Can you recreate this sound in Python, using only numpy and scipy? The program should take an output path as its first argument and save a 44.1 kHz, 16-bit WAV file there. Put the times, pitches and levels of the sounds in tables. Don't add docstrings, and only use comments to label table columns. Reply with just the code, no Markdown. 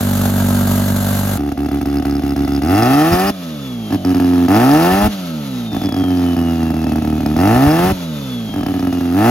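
import sys
import numpy as np
from scipy import signal
from scipy.fft import rfft, irfft, next_fast_len
from scipy.io import wavfile
from scipy.ndimage import uniform_filter1d

SR = 44100
rng = np.random.default_rng(int(sys.argv[2]) if len(sys.argv) > 2 else 0)


def waveform_to_disk(signal):
    frames = np.transpose(np.atleast_2d(signal))
    scaled = np.clip(frames, -1, 1) * 32767
    samples = np.round(scaled).astype(np.int16)
    wavfile.write(sys.argv[1], SR, samples)


N = 410122
CUT_S = 1.376
PADDED = next_fast_len(N + SR // 10)
HZ = np.arange(PADDED // 2 + 1) * SR / PADDED


# (f/Hz, width/Hz, level/dB)
BOOM_OUTDOORS = [(92, 82, -6.5), (163, 173, -3.5), (270.9, 46.8, 9), (362, 111, -4.5)]
BARK_OUTDOORS = [(423, 30, -0.5), (500, 40, -4.5), (580, 34.4, 0.5), (728, 86, 2.5), (934, 125, -5.5),
                 (960, 28, -2), (1260, 295, -5), (1370, 47, -50), (1660, 53, -5.5), (2646, 116, -13)]
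BOOM_WORKSHOP = [(44.4, 8.3, -7), (88, 27, 2), (170, 46, -2.5), (172, 12.6, 3), (231, 39, 9),
                 (263, 14.6, 5)]
BARK_WORKSHOP = [(407, 17, -0.5), (548, 37, 5), (704, 190, -6.5), (950, 31, -5), (1300, 310, -11.5),
                 (1620, 50, -1.5)]
# (f/Hz, relative level per Hz/dB)
HISS_OUTDOORS = [(500, -15), (1200, -9), (1900, -9), (2300, -13), (2700, -3), (3600, -9.5), (4300, -11.5),
                 (4900, -8), (5800, -11), (7500, -14), (9500, -5.5), (12000, -9), (16500, -17)]
HISS_WORKSHOP = [(300, -7), (500, -11), (650, -3), (1600, -11.5), (2400, -19.5), (3870, -13), (5600, -20.5),
                 (6950, -11), (9000, -13), (12000, -9), (16500, -26)]
# (t/s, blow level/dB, throttle 0-1)
LOAD_WORKSHOP = [(0, -16, 0.41), (0.398, -14.5, 0.32), (.9, -15, 0.36), (1.368, -17, 0.42)]
BURST_OUTDOORS_S, BURST_WORKSHOP_S = 0.0046, 0.0035
HISS_LAG_S = .001
BARK_LEAD_S = 0.001224
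HOT_BOOM_RISE, HOT_BARK_RISE = 1.08, 1.044


def exhaust(clicks, cracks, load, boom, bark, rasp, bark_db, rasp_db, burst_s, steady):
    blow_db, throttle = in_time(load)
    heard = clicks > 1e-6
    span = slice(np.argmax(heard), N - np.argmax(heard[::-1]))

    fall = np.exp(-1 / (burst_s * SR))
    uneven_cracks = cracks * amp(1.2 * drift(90))
    bursts = signal.lfilter([1], [1, -fall], np.roll(uneven_cracks, int(HISS_LAG_S * SR)))
    flow = uniform_filter1d(bursts, size=700)
    hiss = noise(rasp) * (bursts + steady * throttle * flow)

    soft = np.exp(-1 / (0.00077 * SR))
    puffs = signal.lfilter([1], [1, -2 * soft, soft * soft], clicks)
    hot_boom = [(hz * HOT_BOOM_RISE, width, level_db) for hz, width, level_db in boom]
    booms = (1 - throttle) * resonate(puffs, boom) + throttle * resonate(puffs, hot_boom)

    hot_bark = [(hz * HOT_BARK_RISE, width, level_db) for hz, width, level_db in bark]
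    cool_barks = (1 - throttle) * bark_ring(cracks, bursts, bark)
    barks = cool_barks + throttle * bark_ring(cracks, bursts, hot_bark)
    barks = np.roll(barks, -int(BARK_LEAD_S * SR))

    booms, barks, hiss = [layer / np.std(layer[..., span]) for layer in (booms, barks, hiss)]
    barks = amp(bark_db + 13.67 * throttle) * barks
    hiss = amp(rasp_db + 5.5 * throttle) * hiss
    return -amp(blow_db) * (booms + barks + hiss)


# (t/s, level/dB)
LOW_BARK_GAIN = [(1.38, 2.5), (2.5, 1.5), (3.3, 3.5), (5.0, 5.5), (7.0, 5.5), (9.3, 4.5)]
TEAR_HZ = 1050
TORN_LOW, TORN_HIGH = .015, .06


def bark_ring(cracks, bursts, modes):
    low = [mode for mode in modes if mode[0] < TEAR_HZ]
    high = [mode for mode in modes if mode[0] >= TEAR_HZ]
    gas = rng.standard_normal(N) * bursts
    low_ring = amp(in_time(LOW_BARK_GAIN)[0]) * resonate(cracks + TORN_LOW * gas, low)
    return low_ring + resonate(cracks + TORN_HIGH * gas, high)


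def firings(slots, runs, second_db, late_s, scatter_db, crack_scatter_db, crack_second_db,
            refire_db=0, odd_turn_db=0, odd_turn_late_s=0):
    clicks, cracks = np.full(N, 1e-18), np.full(N, 1e-18)
    chance = rng.standard_normal((2000, 3))
    for first, last in runs:
        start = slots[int(first * SR)]
        steps = np.arange(round(slots[int(last * SR)] - start) + 1)
        slot = int(start) + steps
        second_rotor = steps % 2
        odd_turn = steps % 4 > 1
        at = np.searchsorted(slots, start + steps + .0035 * chance[slot, 0])
        at = at + (SR * (late_s * second_rotor + odd_turn_late_s * odd_turn)).astype(int)
        at = np.minimum(at, N - 1)
        level_db = second_db[at] * second_rotor + scatter_db * chance[slot, 1]
        level_db = level_db + odd_turn_db * odd_turn
        clicks[at] = amp(level_db)
        crack_db = crack_second_db * second_rotor + crack_scatter_db * chance[slot, 2]
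        crack_db = crack_db + refire_db * (steps == 0)
        cracks[at] = amp(level_db + crack_db)
    return np.array([clicks, cracks]) / np.sqrt(np.gradient(slots))


# (t/s when fire resumes, slots missed before it)
MISSED_FIRES = [(1.519, 1), (1.576, 3), (1.687, 1), (1.715, 1), (1.813, 1), (1.857, 1), (2.024, 1),
                (2.053, 1), (2.221, 1), (2.363, 1), (2.477, 1), (2.620, 1), (3.925, 1), (4.049, 8),
                (4.146, 1), (4.200, 1), (4.484, 1), (5.747, 1), (5.766, 1), (5.817, 4), (5.837, 1),
                (5.889, 1), (5.923, 2), (5.943, 1), (5.965, 1), (6.039, 1), (6.366, 1), (6.741, 1),
                (6.868, 1), (6.920, 1), (6.958, 1), (7.022, 1), (7.049, 1), (7.206, 1), (7.261, 1),
                (7.365, 1), (8.540, 4), (8.561, 1), (8.609, 1), (8.632, 1), (8.664, 2), (8.685, 1),
                (8.741, 1), (8.794, 1), (8.827, 1), (8.871, 1), (8.927, 1), (9.009, 1)]
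# (t/s opens, time to open/s, t/s shuts, t/s fuel returns,
#  slots per s at opening, at shutting, when idle catches, idle blow level/dB before, open blow level/dB,
#  whistle f/Hz at shutting, whistle level/dB before its colour and other gains,
#  time until air drag halves the wheel's extra speed/s, time for the whistle to fade in/s)
THROTTLE_BLIPS = [(2.62, .12, 3.298, 3.906, 70.2, 202, 93, -18, -12.5, 4165, -3, 1.16, .3),
                  (4.475, .04, 5.072, 5.72, 87, 215, 98, -14, -11, 5040, 2, 1.085, .08),
                  (7.355, .05, 7.918, 8.491, 75.5, 194, 97, -17, -12, 4100, 0, 1.36, .02),
                  (9.12, .1, 9.7, 10.3, 86, 195, 97, -17.5, -10, 4200, 0, 1.2, .3)]


def firing_runs(slots):
    t = np.arange(N) / SR
    gaps = []
    for resumes, missed in MISSED_FIRES:
        last_slot = np.interp(resumes, t, slots) - missed - 1
        gaps.append((np.interp(last_slot, slots, t), resumes))
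    gaps += [(min(blip[2], t[-400]), blip[3]) for blip in THROTTLE_BLIPS]
    gaps = sorted(gaps, key=lambda gap: gap[1])
    firsts = [CUT_S + .003] + [resumes for _, resumes in gaps]
    return [(first, max(first, last)) for first, (last, _) in zip(firsts, gaps)]


FIRST_IDLE_SLOTS_PER_S = 72.07
RISE_S, COAST_S, SETTLE_S = 1.5, .66, .9
CATCH_S = .09


def shaft_speed():
    knots = [(CUT_S, FIRST_IDLE_SLOTS_PER_S, SETTLE_S)]
    for opens, _, shuts, returns, low, high, caught, *_ in THROTTLE_BLIPS:
        knots += [(opens, low, RISE_S), (shuts, high, COAST_S), (returns + CATCH_S, caught, SETTLE_S)]
    t, out = np.arange(N) / SR, np.full(N, knots[0][1])
    for (start, was, ease), (end, becomes, _) in zip(knots, knots[1:]):
        on = (t >= start) & (t < end)
        progress = np.expm1((start - t[on]) / ease) / np.expm1((start - end) / ease)
        out[on] = was + (becomes - was) * progress
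    return uniform_filter1d(out, size=1300)


IDLE_THROTTLE, OPEN_THROTTLE, SHUTTING_THROTTLE = 0.0073, 0.68, 0.5
EASE_S, EASE_DB = 0.016, 0.5
RELIGHT_S, RELIGHT_DB = 0.017, -6.5


def load():
    rows, begins = [], CUT_S
    for opens, takes, shuts, returns, _, _, _, idle_db, open_db, *_ in THROTTLE_BLIPS:
        rows += [(begins, idle_db + RELIGHT_DB, IDLE_THROTTLE),
                 (begins + RELIGHT_S, idle_db, IDLE_THROTTLE),
                 (opens, idle_db, IDLE_THROTTLE),
                 (opens + takes, open_db, OPEN_THROTTLE),
                 (shuts - EASE_S, open_db, OPEN_THROTTLE),
                 (shuts, open_db + EASE_DB, SHUTTING_THROTTLE)]
        begins = returns
    return rows


# (multiple of shaft turns, relative level/dB)
PUMPED_AIR = [(.5, -13), (1, 13.5), (2, 17), (3, 6.5), (4, 6), (5, -8), (6, 0.5), (7, 0), (8, -1.5),
              (9, -19.5), (10, -10.5), (11, -19), (12, -11), (13, -9), (14, -9), (15, -8.5), (16, -6),
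              (18, -9.5), (20, -9), (22, -30)]
# (f/Hz, width/Hz, relative level/dB)
COOL_PIPE_MODES = [(90, 54, -11), (157, 156, -4), (242, 37, 9.5), (322, 43, -2.5), (572, 140, 1.5),
                   (846, 180, -11), (1277, 84, -1), (1720, 130, -6)]
# (f/Hz, relative level per Hz/dB)
WHIR_COLOUR = [(25, -19), (60, -28), (200, -6), (550, -14), (730, -19), (880, -14), (1080, -17),
               (1300, -15), (1500, -19), (1900, -21.5), (3450, -15.5), (5600, -24), (6640, -22),
               (9000, -35), (11000, -20), (16500, -39.5)]
# (t/s, pumping and whir level/dB, wet-ground bounce strength 0-1)
CLOSENESS = [(1.38, -5, 0.55), (2.6, -0.5, 0.51), (3.3, -0.5, 0.2), (4.5, 3, 0), (5.5, 1.5, 0),
             (7.3, 1.5, 0), (9.3, 0.5, 0)]
PUMP_DB, PUMP_DB_PER_OCTAVE, WHIR_DB, WHIR_DB_PER_OCTAVE = -22.5, -8, -38, 4.5


def coasting(speed, slots, runs):
    near_db, octaves = in_time(CLOSENESS)[0], np.log2(speed / 100)
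    orders = 0
    for k, db in PUMPED_AIR:
        orders = orders + amp(db + .8 * drift(15)) * np.sin(np.pi * k * slots + k * k)
    piped = rms_one(resonate(orders, COOL_PIPE_MODES))
    pump = amp(PUMP_DB + PUMP_DB_PER_OCTAVE * octaves) * unlit(runs) * piped
    throb = 1 + 0.031 * np.sin(2 * np.pi * slots)
    whir_db = WHIR_DB + WHIR_DB_PER_OCTAVE * octaves + 2.0 * drift(30)
    whir = amp(whir_db) * throb * noise(WHIR_COLOUR)
    return amp(near_db) * (pump + whir)


def unlit(runs):
    gate = np.ones(N)
    for first, last in runs:
        gate[int(first * SR):int((last + .014) * SR)] = 0.12
    return uniform_filter1d(gate, size=400)


# (f/Hz, level/dB)
INTAKE_COLOUR = [(2450, -52), (2900, -45), (3400, -39), (3700, -44), (4100, -51), (4700, -49)]
TURBO_IDLE_HZ = 1200


def whistle():
    out, t = np.zeros(N), np.arange(N) / SR
    for blip, following in zip(THROTTLE_BLIPS, THROTTLE_BLIPS[1:]):
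        shuts, (top_hz, level_db, slows, emerges) = blip[2], blip[-4:]
        hz = TURBO_IDLE_HZ + (top_hz - TURBO_IDLE_HZ) / (1 + np.maximum(t - shuts, 0) / slows)
        fade = np.clip(np.minimum((t - shuts) / emerges, (following[0] - t) / 0.022), 0, 1)
        level_db = level_db + np.interp(hz, *np.transpose(INTAKE_COLOUR))
        level = fade * amp(level_db + 3 + 2.2 * drift(25))
        out += level * np.sin(2 * np.pi * np.cumsum(hz + 6 * drift(60)) / SR)
    return out


# (f/Hz, width/Hz, relative level/dB)
SHEET_METAL = [(2540, 210, -1), (4550, 550, 0), (5130, 270, 10)]
# (t/s, level/dB)
SHEET_METAL_LEVEL = [(1.38, -46), (2.1, -27), (3.3, -27), (4.0, -29.5), (5.0, -30.5), (5.75, -23),
                     (6.5, -36), (7.4, -31), (9.3, -36)]
RATTLE_SCATTER_DB = 7.5


def rattle(cracks, load):
    knocks = np.roll(cracks * amp(RATTLE_SCATTER_DB * drift(70)), int(HISS_LAG_S * SR))
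    level_db = in_time(load)[0] + in_time(SHEET_METAL_LEVEL)[0]
    return amp(level_db) * rms_one(resonate(knocks, SHEET_METAL))


# (middle t/s, length/s, level/dB)
EXHAUST_GUSTS = [(3.14, 0.055, -10.5), (3.262, 0.057, -28), (4.934, 0.067, -22.5), (5.051, 0.11, -17),
                 (7.556, 0.053, -17), (7.676, 0.025, -13), (7.8, .05, -26), (7.89, 0.15, -19)]


def gusts():
    t = np.arange(N) / SR
    swell = sum(amp(db) * np.exp(-8 * ((t - s) / length) ** 2) for s, length, db in EXHAUST_GUSTS)
    colour = [(20, -30), (40, -3), (70, 3), (150, -5), (300, -17), (600, -32), (1200, -70)]   # f/Hz, level/dB
    return swell * noise(colour)


# (t/s, lag/ms, strength 0-1)
PANEL_ECHO = [(1.38, 1.43, 0.28), (2.6, 1.41, 0.38), (3.3, 1.7, 0.24), (4.4, 1.9, 0), (5.2, 1.37, 0.08),
              (6.0, 1.67, 0.12), (7.3, 1.38, 0.07), (8.0, 2.06, 0.26), (9.3, 1.44, 0.04)]


def panel(x):
    lag_ms, strength = in_time(PANEL_ECHO)
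    at = np.arange(N) - lag_ms * SR / 1000
    echo = np.array([np.interp(at, np.arange(N), side) for side in x])
    return x + np.clip(strength, 0, 1) * echo


GROUND_LAG_S, GROUND_CUT_HZ = 0.002503, 750


def ground(x):
    lag = int(GROUND_LAG_S * SR)
    dull = signal.lfilter(*signal.butter(1, GROUND_CUT_HZ, fs=SR), x)
    late = np.pad(dull, [(0, 0), (lag, 0)])[:, :N]
    return x + np.clip(in_time(CLOSENESS)[1], 0, 1) * late


# (t/s, level/dB)
EXTRA_BASS = [(1.38, -18), (3.0, -30), (5.5, -21), (6.3, -5.5), (7.3, 1.5), (8.2, -2), (9.3, -34)]
EXTRA_BASS_HZ = 100


def deepen(x):
    bass = signal.lfilter(*signal.butter(1, EXTRA_BASS_HZ, fs=SR), x)
    return x + amp(in_time(EXTRA_BASS)[0]) * bass


def workshop(x, t60):
    t = np.arange(SR) / SR
    colour = [(60, -65), (250, -1.5), (450, -13.5), (1500, -7.5), (8000, -17.5)]   # f/Hz, level/dB
    tail = noise(colour)[:, :SR] * amp(-60 * t / t60) * (t > .012)
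    tail = tail / np.sqrt(np.sum(tail ** 2) / 2)
    return signal.fftconvolve(x[:, :2 * SR], tail, axes=1)


# (left lag/ms, right lag/ms)
SHORT_ECHOES = [(1.4, 1.61), (4.15, 8.2), (8.3, 5.4), (13.1, 14)]
# (f/Hz, left lead/rad, left minus right level/dB, noise scatter between sides)
MICROPHONE_PORTS = [(20, 0, -1.1, .1), (300, .25, -1.3, .15), (950, .9, 2.8, .4), (1980, .2, .4, .35),
                    (3200, 1.5, 1.8, .55), (5300, 1.2, 1.6, .55), (6460, -.3, 0, .45), (7580, -3, 0, .3),
                    (9650, -3.2, 0, .2), (12500, -6.1, 0, .22), (16500, -6.4, 0, .15)]
ECHO_DB = -10


def ports(x, echo_db, echo_low_hz, echo_high_hz):
    turn, side = -2j * np.pi * HZ, np.array([[.5], [-.5]])
    mid_band = signal.butter(2, [echo_low_hz, echo_high_hz], "band", fs=SR, output="sos")
    band = signal.sosfilt(mid_band, x)
    echo = np.array([sum((-.8) ** k * np.exp(turn * ms / 1000) for k, ms in enumerate(ear))
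                     for ear in np.transpose(SHORT_ECHOES)])
    phase = np.exp(1j * side * at_hz(MICROPHONE_PORTS))
    balance = amp(side * at_hz(MICROPHONE_PORTS, column=2))
    heard = rfft(x, PADDED) + amp(echo_db) * rfft(band, PADDED) * echo
    return irfft(phase * balance * heard, PADDED)[:, :N]


def amp(db):
    return 10 ** (np.asarray(db) / 20)


def rms_one(x):
    return x / np.sqrt(np.mean(x ** 2) + 1e-20)


def in_time(rows):
    s, *columns = np.transpose(rows)
    return [np.interp(np.arange(N) / SR, s, column) for column in columns]


def at_hz(points, column=1):
    points = np.array(points)
    return np.interp(np.log(HZ + 1), np.log(points[:, 0]), points[:, column])


def noise(spectrum):
    shared, apart = rfft(rng.standard_normal((2, PADDED)))
    sides = shared + at_hz(MICROPHONE_PORTS, column=3) * apart * np.array([[1], [-1]])
    return rms_one(irfft(sides * amp(at_hz(spectrum)), PADDED)[:, :N])


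def drift(rate):
    knots = np.arange(0, N + SR, SR / rate)
    return np.interp(np.arange(N), knots, rng.standard_normal(len(knots)))


def resonate(x, modes):
    out = 0
    for k, (hz, width, level_db) in enumerate(modes):
        r = np.exp(-np.pi * width / SR)
        b = (1 - r * r) / 2 * np.array([1, 0, -1])
        a = [1, -2 * r * np.cos(2 * np.pi * hz / SR), r * r]
        out = out + (-1) ** k * amp(level_db) * signal.lfilter(b, a, x)
    return out


# (t/s, slots per s)
SPEED_WORKSHOP = [(0, 96.6), (.5, 95.9), (.9, 96.4), (1.37, 97.8)]
# (t/s, level/dB)
SECOND_ROTOR = [(1.38, -1.5), (2.6, 3), (3.3, 0.5), (4.4, -0.5), (5.0, -2), (6.0, 1.5), (6.8, -2),
                (7.35, -3.5), (7.5, -1.5), (9.3, -1)]


def scene():
    speed = shaft_speed()
    slots = np.cumsum(speed) / SR
    runs = firing_runs(slots)
    clicks, cracks = firings(slots, runs, second_db=in_time(SECOND_ROTOR)[0], late_s=.0002, scatter_db=1.3,
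                             crack_scatter_db=.8, crack_second_db=-2.0, refire_db=3.5)
    pings = rattle(cracks, load())
    blows = exhaust(clicks, cracks, load(), BOOM_OUTDOORS, BARK_OUTDOORS, HISS_OUTDOORS,
                    bark_db=-15.5, rasp_db=-22.0, burst_s=BURST_OUTDOORS_S, steady=0.71)
    car = pings - blows + coasting(speed, slots, runs)
    out = ports(deepen(panel(ground(car))) + whistle(), ECHO_DB, 490, 2270) + gusts()

    slots_in = np.cumsum(in_time(SPEED_WORKSHOP)[0]) / SR
    clicks, cracks = firings(slots_in, [(.007, CUT_S)], second_db=np.full(N, -13.0), late_s=0,
                             scatter_db=0.84, crack_scatter_db=0.86, crack_second_db=2.5,
                             odd_turn_db=-1.5, odd_turn_late_s=0.00047)
    near = exhaust(clicks, cracks, LOAD_WORKSHOP, BOOM_WORKSHOP, BARK_WORKSHOP, HISS_WORKSHOP,
                   bark_db=-18.5, rasp_db=-11.5, burst_s=BURST_WORKSHOP_S, steady=14.0)
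    cut = int(CUT_S * SR)
    direct = ports(near, ECHO_DB, 480, 4600)[:, :cut]
    out[:, :cut] = direct + amp(-11.0) * workshop(near, 0.26)[:, :cut]
    return out


CUTOFF_HZ = 16550


def record(dry):
    dry = signal.sosfilt(signal.butter(2, 40, "high", fs=SR, output="sos"), dry)
    top = 1.05
    rounded = top * np.tanh(dry / top)
    return signal.sosfilt(signal.cheby2(18, 60, CUTOFF_HZ, fs=SR, output="sos"), rounded)


dry = scene()
out = record(dry)
waveform_to_disk(out)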